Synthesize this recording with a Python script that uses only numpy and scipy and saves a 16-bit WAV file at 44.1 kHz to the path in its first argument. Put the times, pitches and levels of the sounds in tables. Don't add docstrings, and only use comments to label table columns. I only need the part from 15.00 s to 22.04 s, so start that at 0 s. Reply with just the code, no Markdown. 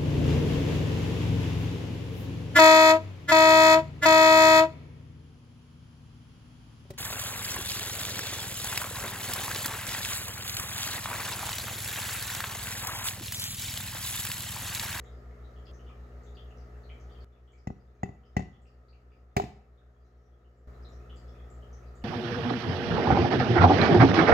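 import sys
import numpy as np
from scipy import signal
from scipy.fft import rfft, irfft
from scipy.io import wavfile

SR = 44100
rng = np.random.default_rng(int(sys.argv[2]) if len(sys.argv) > 2 else 0)


def pcm_store(signal):
    levels = np.round(np.clip(np.atleast_2d(signal), -1, 1) * 32767)
    wavfile.write(sys.argv[1], SR, levels.astype(np.int16).T)


N = 310464
T = np.arange(N) / SR
LEFT_RIGHT = np.array([[1], [-1]])


def undb(db):
    return 10 ** (np.asarray(db) / 20)


def read(table, hz, column=1):
    table = np.array(table, float)
    return np.interp(np.log(np.maximum(hz, 1)), np.log(table[:, 0]), table[:, column])


def add(out, at_s, sound):
    i = int(at_s * SR)
    out[i:i + len(sound)] += sound[:N - i]


# f/Hz, likeness (0 to 1)
PORT_ALIKENESS = [(60, 1), (200, 0.83), (500, 0.65), (1300, 0.09), (5000, 0), (8000, 0.93), (15000, 0.47)]
# f/Hz, level difference/dB
NOISE_BALANCE = [(60, 1.0), (110, 0.5), (200, 2.0), (380, 3.5), (700, 2.5), (1290, -0.5), (2380, 1.0),
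                 (4400, 3.5), (8120, 3.5), (15000, 1.0)]


def diffuse(size):
    hz = np.arange(size // 2 + 1) * SR / size
    alike = np.clip(read(PORT_ALIKENESS, hz), 0, 1)
    mid, side = rfft(rng.standard_normal((2, size)))
    pair = np.sqrt((1 + alike) / 2) * mid + LEFT_RIGHT * np.sqrt((1 - alike) / 2) * side
    return hz, pair * undb(LEFT_RIGHT * read(NOISE_BALANCE, hz) / 2)


PUMP_HZ = 60.105


def casing_buzz(turns):
    hz, pair = diffuse(N)
    casing = irfft(pair / (1 + ((hz - 1280) / 90) ** 2), N)
    return undb(-62) * np.exp(-(turns % 1) / 1.05) * casing / np.std(casing)


# start t/s, level/dB, drone crest t/s, throb peak t/s, throb f/Hz
SPLICED_STRETCHES = [(0, 0, .5421, .296, 6.69), (.7139, 0, .9578, 1.019, 6.69),
                     (2.245, -9, 2.4533, 2.441, 6.68), (4.2422, -10.5, 5.4293, 5.18, 6.64),
                     (5.6736, 0, 5.8938, 5.981, 6.6)]
STRETCH_NUMBER = np.searchsorted(np.array(SPLICED_STRETCHES)[:, 0], T, side="right") - 1
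# multiple, level/dB (rms, before port balance and stretch level)
MAINS_LINES = [(2, -57), (3, -68), (4, -66), (6, -69.5), (7, -65.5), (8, -70.5), (12, -72)]
MAINS_HZ = 60.015
PUMP_DB, MOTOR_DB = -47.5, -52.5


def hum(crest_s, throb_s, beat_hz):
    since_crest = T - crest_s
    turns = PUMP_HZ * since_crest
    lines = sum(undb(db) * np.cos(2 * np.pi * k * MAINS_HZ * since_crest + k) for k, db in MAINS_LINES)
    pump = undb(PUMP_DB) * np.cos(2 * np.pi * turns)
    motor = undb(MOTOR_DB) * np.cos(2 * np.pi * (turns + beat_hz * (T - throb_s)))
    tones = np.sqrt(2) * (lines + pump + motor)
    return tones * undb(0.4 * LEFT_RIGHT) + casing_buzz(turns)


# f/Hz, level/dB per Hz (before port balance and stretch level)
AIR_RUSH = [(30, -105), (90, -83.5), (165, -90.5), (300, -88), (410, -85.5), (620, -87), (940, -98),
            (1500, -100.5), (1830, -96), (2400, -108), (3500, -113), (6900, -117), (8700, -130),
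            (12300, -124), (16000, -128)]


def air():
    hz, pair = diffuse(N)
    return irfft(pair * undb(read(AIR_RUSH, hz)) * np.sqrt(SR / 2), N)


# f/Hz, t60/s (time to fall 60 dB, before the hurry setting), level/dB
ROOM_ECHOES = [(71.5, 0.34, -4), (206, 0.4, -10.5), (499, 0.4, -10.5), (1340, 0.48, -16.5),
               (4000, 0.35, -3), (10060, 0.32, -11)]


def room(x, hurry=0.85, build_s=0.0012):
    size = SR // 2
    t = np.arange(size) / SR
    hz, pair = diffuse(size)
    response = 0
    for centre in 1000 * 2. ** np.arange(-4, 5):
        octaves = np.log2(np.maximum(hz, 1) / centre)
        band_shape = np.cos(np.pi / 2 * np.clip(octaves, -1, 1)) ** 2
        band = irfft(pair * band_shape, size)
        decay = np.exp(-np.log(1000) * t * hurry / read(ROOM_ECHOES, centre))
        tail = decay * (1 - np.exp(-t / build_s))
        tail = tail / np.sqrt(np.sum(tail ** 2))
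        response = response + undb(read(ROOM_ECHOES, centre, column=2)) * band * tail
    return signal.fftconvolve(x[None], response, axes=1)[:, :N]


# t/s, middle bubble f/Hz (before scatter and glide), level/dB (before the mix)
TIMED_DRIPS = [(0.045, 1970, -54.5), (0.05, 3410, -60), (0.04, 6940, -58.5), (0.31, 2070, -56),
               (0.44, 3780, -68), (0.562, 3080, -59.5), (0.656, 4640, -55.5), (0.668, 3020, -52),
               (0.735, 6040, -56), (0.793, 2850, -60), (0.865, 3080, -56.5), (0.893, 2520, -54.5),
               (0.9, 1150, -47.5), (1.235, 6680, -57), (1.266, 3560, -63.5), (1.35, 4600, -62.5),
               (1.37, 3110, -48.5), (1.508, 2770, -58.5), (1.574, 5500, -59.5), (1.758, 1680, -53),
               (1.835, 4130, -61.5), (1.893, 3080, -54), (1.899, 2265, -46), (2.0, 6000, -59),
               (2.098, 3360, -59), (2.148, 3070, -58.5), (2.205, 4590, -60.5), (2.362, 2460, -61),
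               (2.476, 3100, -55), (2.521, 6800, -54.5), (2.533, 2180, -51), (2.579, 5250, -56),
               (3.235, 2920, -56), (3.254, 5000, -63), (3.53, 3140, -54), (3.62, 7250, -56),
               (3.656, 2660, -52.5), (3.668, 5000, -58.5), (3.884, 4280, -54.5), (3.93, 2540, -50.5),
               (4.119, 2490, -51.5), (4.775, 3570, -62), (4.817, 1520, -51), (5.046, 6300, -66),
               (5.255, 5750, -67), (5.445, 2850, -62), (5.575, 7150, -66), (5.826, 4995, -62),
               (5.848, 3850, -56), (5.888, 6900, -64), (5.92, 5500, -63.5), (6.097, 3090, -52),
               (6.161, 7200, -57), (6.168, 4660, -60.5), (6.28, 5100, -65), (6.35, 2497, -62.5),
               (6.387, 3330, -65), (6.502, 7260, -58), (6.624, 2980, -61), (6.73, 6000, -54.5),
               (6.955, 7000, -57)]
BUBBLE_SPREAD, SPREAD_PER_DB = .055, .003


def drips(cycles=12.8, glide=0.029, small_db=-75.0, count=200):
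    chance = rng.random((count, 3))
    small_s = chance[:, 0] * N / SR
    small_hz = 1800 * 4.3 ** chance[:, 1]
    small_level_db = small_db - 9 * chance[:, 1] + 12 * chance[:, 2] ** 2
    out = np.zeros(N)
    t = np.arange(900) / SR
    for s, hz, db in np.r_[TIMED_DRIPS, np.c_[small_s, small_hz, small_level_db]]:
        spread = max(BUBBLE_SPREAD + SPREAD_PER_DB * (db + 55), .01) * rng.uniform(.6, 1.4)
        steps = np.array([[-1], [0], [1]]) + 0.24 * rng.standard_normal((3, 1))
        bubbles_hz = hz * (1 + spread * steps)
        age = t * bubbles_hz / cycles
        waves = np.sin(2 * np.pi * bubbles_hz * t * (1 + glide * age / 2))
        pings = waves * age * np.exp(-3 * age)
        add(out, s, undb(db) * np.sum(pings * undb([[-3], [0], [-3]]), axis=0))
    echoes = 0
    for k in np.unique(STRETCH_NUMBER):
        inside = STRETCH_NUMBER == k
        echoes = echoes + inside * room(out * inside, hurry=0.93, build_s=0.0043)
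    return undb(10) * out + undb(26.5) * echoes


# t/s, floor thud level/dB, block knock level/dB, brad ring level/dB, steel level/dB,
# crack level/dB, top hiss level/dB, left minus right level/dB (levels before the mix)
HAMMER_BLOWS = [(2.6712, -10, -18, -31, -35, -46, -58, 1.5),
                (3.0319, -7.5, -8.5, -21.5, -32, -44.5, -52, 1.5), (3.366, -3, -8, -15, -26, -32, -57, 2),
                (4.3653, -1, 0.5, -16.5, -15, -19, -30.5, -1)]
RANDOM_HISS_DB, RANDOM_SCATTER_DB, SPLICE_TICK_DB = -86.5, 2.5, -78.5
HISS_TAIL_DB, HISS_TAIL_S = -18, 0.043


def top_hiss(fade_s=0.0035, count=20):
    chance = rng.random((count, 2))
    random_db = RANDOM_HISS_DB - RANDOM_SCATTER_DB * np.log(1 - chance[:, 1])
    at_random = np.c_[chance[:, 0] * N / SR, random_db]
    splices = [(row[0], SPLICE_TICK_DB) for row in SPLICED_STRETCHES[1:]]
    blows = np.array(HAMMER_BLOWS)[:, [0, 6]]
    age = np.arange(SR // 4) / SR
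    burst = np.exp(-age / fade_s) + undb(HISS_TAIL_DB) * np.exp(-age / HISS_TAIL_S)
    loudness = np.zeros(N)
    for s, db in np.r_[at_random, splices, blows]:
        add(loudness, s, undb(db) * burst)
    top_only = signal.butter(3, 9500, "high", fs=SR, output="sos")
    return loudness * signal.sosfilt(top_only, rng.standard_normal(N))


# t/s, floor thud level/dB, block knock level/dB (before the mix)
BLOCK_HOPS = [(2.702, -15.5, -24), (3.058, -32, -44), (3.09, -23, -31), (3.377, -18, -25),
              (3.3932, -12.5, -16), (3.404, -19, -20), (3.421, -25.5, -49), (4.378, -36, -8),
              (4.3985, -35, -3), (4.418, -16, -32), (4.437, -13, -35)]
HOP_BRAD_DB, HOP_STEEL_DB, HOP_CRACK_DB, HOP_FADE_DB_PER_S = -13.5, -18, -14, 131


def knocks():
    blows, hops = np.array(HAMMER_BLOWS)[:, :6], np.array(BLOCK_HOPS)
    cause = blows[np.searchsorted(blows[:, 0], hops[:, 0]) - 1]
    fade_db = HOP_FADE_DB_PER_S * (hops[:, :1] - cause[:, :1])
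    metal_db = cause[:, 3:] + [HOP_BRAD_DB, HOP_STEEL_DB, HOP_CRACK_DB] - fade_db
    return np.r_[blows, np.c_[hops, metal_db]]


def ring(modes, scatter_db, detune, rise_s):
    t = np.arange(SR // 4) / SR
    hz, db, t60 = np.transpose(modes)[:, :, None]
    chance = rng.standard_normal((2, len(modes), 1))
    waves = np.sin(2 * np.pi * hz * (1 + detune * chance[1]) * t)
    waves = undb(db + scatter_db * chance[0]) * waves
    contact = np.sin(np.pi / 2 * np.clip(t / rise_s, 0, 1)) ** 2
    return contact * np.sum(waves * np.exp(-np.log(1000) * t / t60), axis=0) / np.sum(undb(db))


# f/Hz, level/dB (against each other), t60/s
BLOCK_TONES = [(403, -6.5, 0.2), (426, 1.5, 0.063), (597, -27, 0.032), (750, 14.5, 0.029),
               (842, -5.5, 0.023), (1204, -7.5, 0.00615)]


def block_knock():
    return -ring(BLOCK_TONES, scatter_db=1.2, detune=.01, rise_s=0.00082)


# f/Hz, level/dB (against each other), t60/s
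BRAD_TONES = [(1696, -14.5, 0.033), (1977, 17, 0.036), (2170, -24, .02), (2640, -3, 0.091),
              (2770, -8, 0.018), (3160, -21, 0.006)]


def brad_ring():
    return -ring(BRAD_TONES, scatter_db=0.47, detune=0.0086, rise_s=0.0019)


# f/Hz, level/dB (against each other), t60/s
STEEL_TONES = [(4780, -7, 0.0162), (5470, -8, 0.01), (5710, 17, 0.01), (6780, 4, 0.036),
               (8100, -12, 0.0084), (10700, -10, 0.0088)]


def steel_ring():
    return ring(STEEL_TONES, scatter_db=5.9, detune=0.0069, rise_s=0.0011)


# f/Hz, level/dB (relative)
CRACK_COLOUR = [(300, -2), (1000, 7), (2500, 9), (4000, -1), (7500, -3.5), (9200, -21.5), (11000, -18),
                (15000, -17)]


def crack(rise_s=0.003):
    age = np.arange(1024) / SR / rise_s
    hz = np.arange(513) * SR / 1024
    noise = irfft(rfft(rng.standard_normal(1024)) * undb(read(CRACK_COLOUR, hz)))
    return noise * age * np.exp(1 - age)


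# f/Hz, level/dB (against each other), t60/s
FLOOR_TONES = [(85, -10, 0.15), (118.8, 2.5, 0.055), (158.3, 0.5, 0.037), (202.6, 2.5, 0.064),
               (263, -27, 0.092)]


def floor_thud():
    return ring(FLOOR_TONES, scatter_db=0.96, detune=0.046, rise_s=0.001)


# f/Hz, level difference/dB
AIR_KNOCK_BALANCE = [(200, -7), (700, 2.5), (1290, -7), (2380, 4), (4400, 8.5), (8120, 9.5), (15000, 1)]
THUD_LATE_S, PORT_LAG_S = 0.0019, 0.000437
THUD_DB, KNOCK_DB = 1.5, 1.5
BASS_CUT_HZ = 62


def taps():
    through_air, through_floor, pan_db = np.zeros(N), np.zeros(N), np.zeros(N)
    for s, thud_db, knock_db, brad_db, steel_db, crack_db in knocks():
        add(through_floor, s + THUD_LATE_S, undb(thud_db) * floor_thud())
        add(through_air, s, undb(knock_db) * block_knock())
        add(through_air, s, undb(brad_db) * brad_ring())
        add(through_air, s, undb(steel_db) * steel_ring())
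        add(through_air, s, undb(crack_db) * crack())
    for s, *_, side_db in HAMMER_BLOWS:
        pan_db[int(s * SR):] = side_db
    hz = np.arange(N // 2 + 1) * SR / N
    lag = np.exp(-2j * np.pi * hz * PORT_LAG_S * np.array([[1], [0]]))
    balance = undb(LEFT_RIGHT * read(AIR_KNOCK_BALANCE, hz) / 2)
    ports = irfft(rfft(through_air) * lag * balance, N)
    direct = undb(KNOCK_DB) * ports + undb(THUD_DB) * through_floor
    direct = direct * undb(LEFT_RIGHT * pan_db / 2)
    blows = direct + room(through_air + through_floor)
    return signal.sosfilt(signal.butter(2, BASS_CUT_HZ, "high", fs=SR, output="sos"), blows)


def scene():
    hum_timing = np.transpose(SPLICED_STRETCHES)[2:]
    pump_hum = hum(*(column[STRETCH_NUMBER] for column in hum_timing))
    return taps() + drips() + top_hiss() + air() + pump_hum


TOP_HZ = 15900


def record(dry):
    gain_db = np.transpose(SPLICED_STRETCHES)[1]
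    spliced = dry * undb(gain_db[STRETCH_NUMBER])
    return signal.sosfilt(signal.ellip(8, .2, 70, TOP_HZ, fs=SR, output="sos"), spliced)


dry = scene()
out = record(dry)
pcm_store(out)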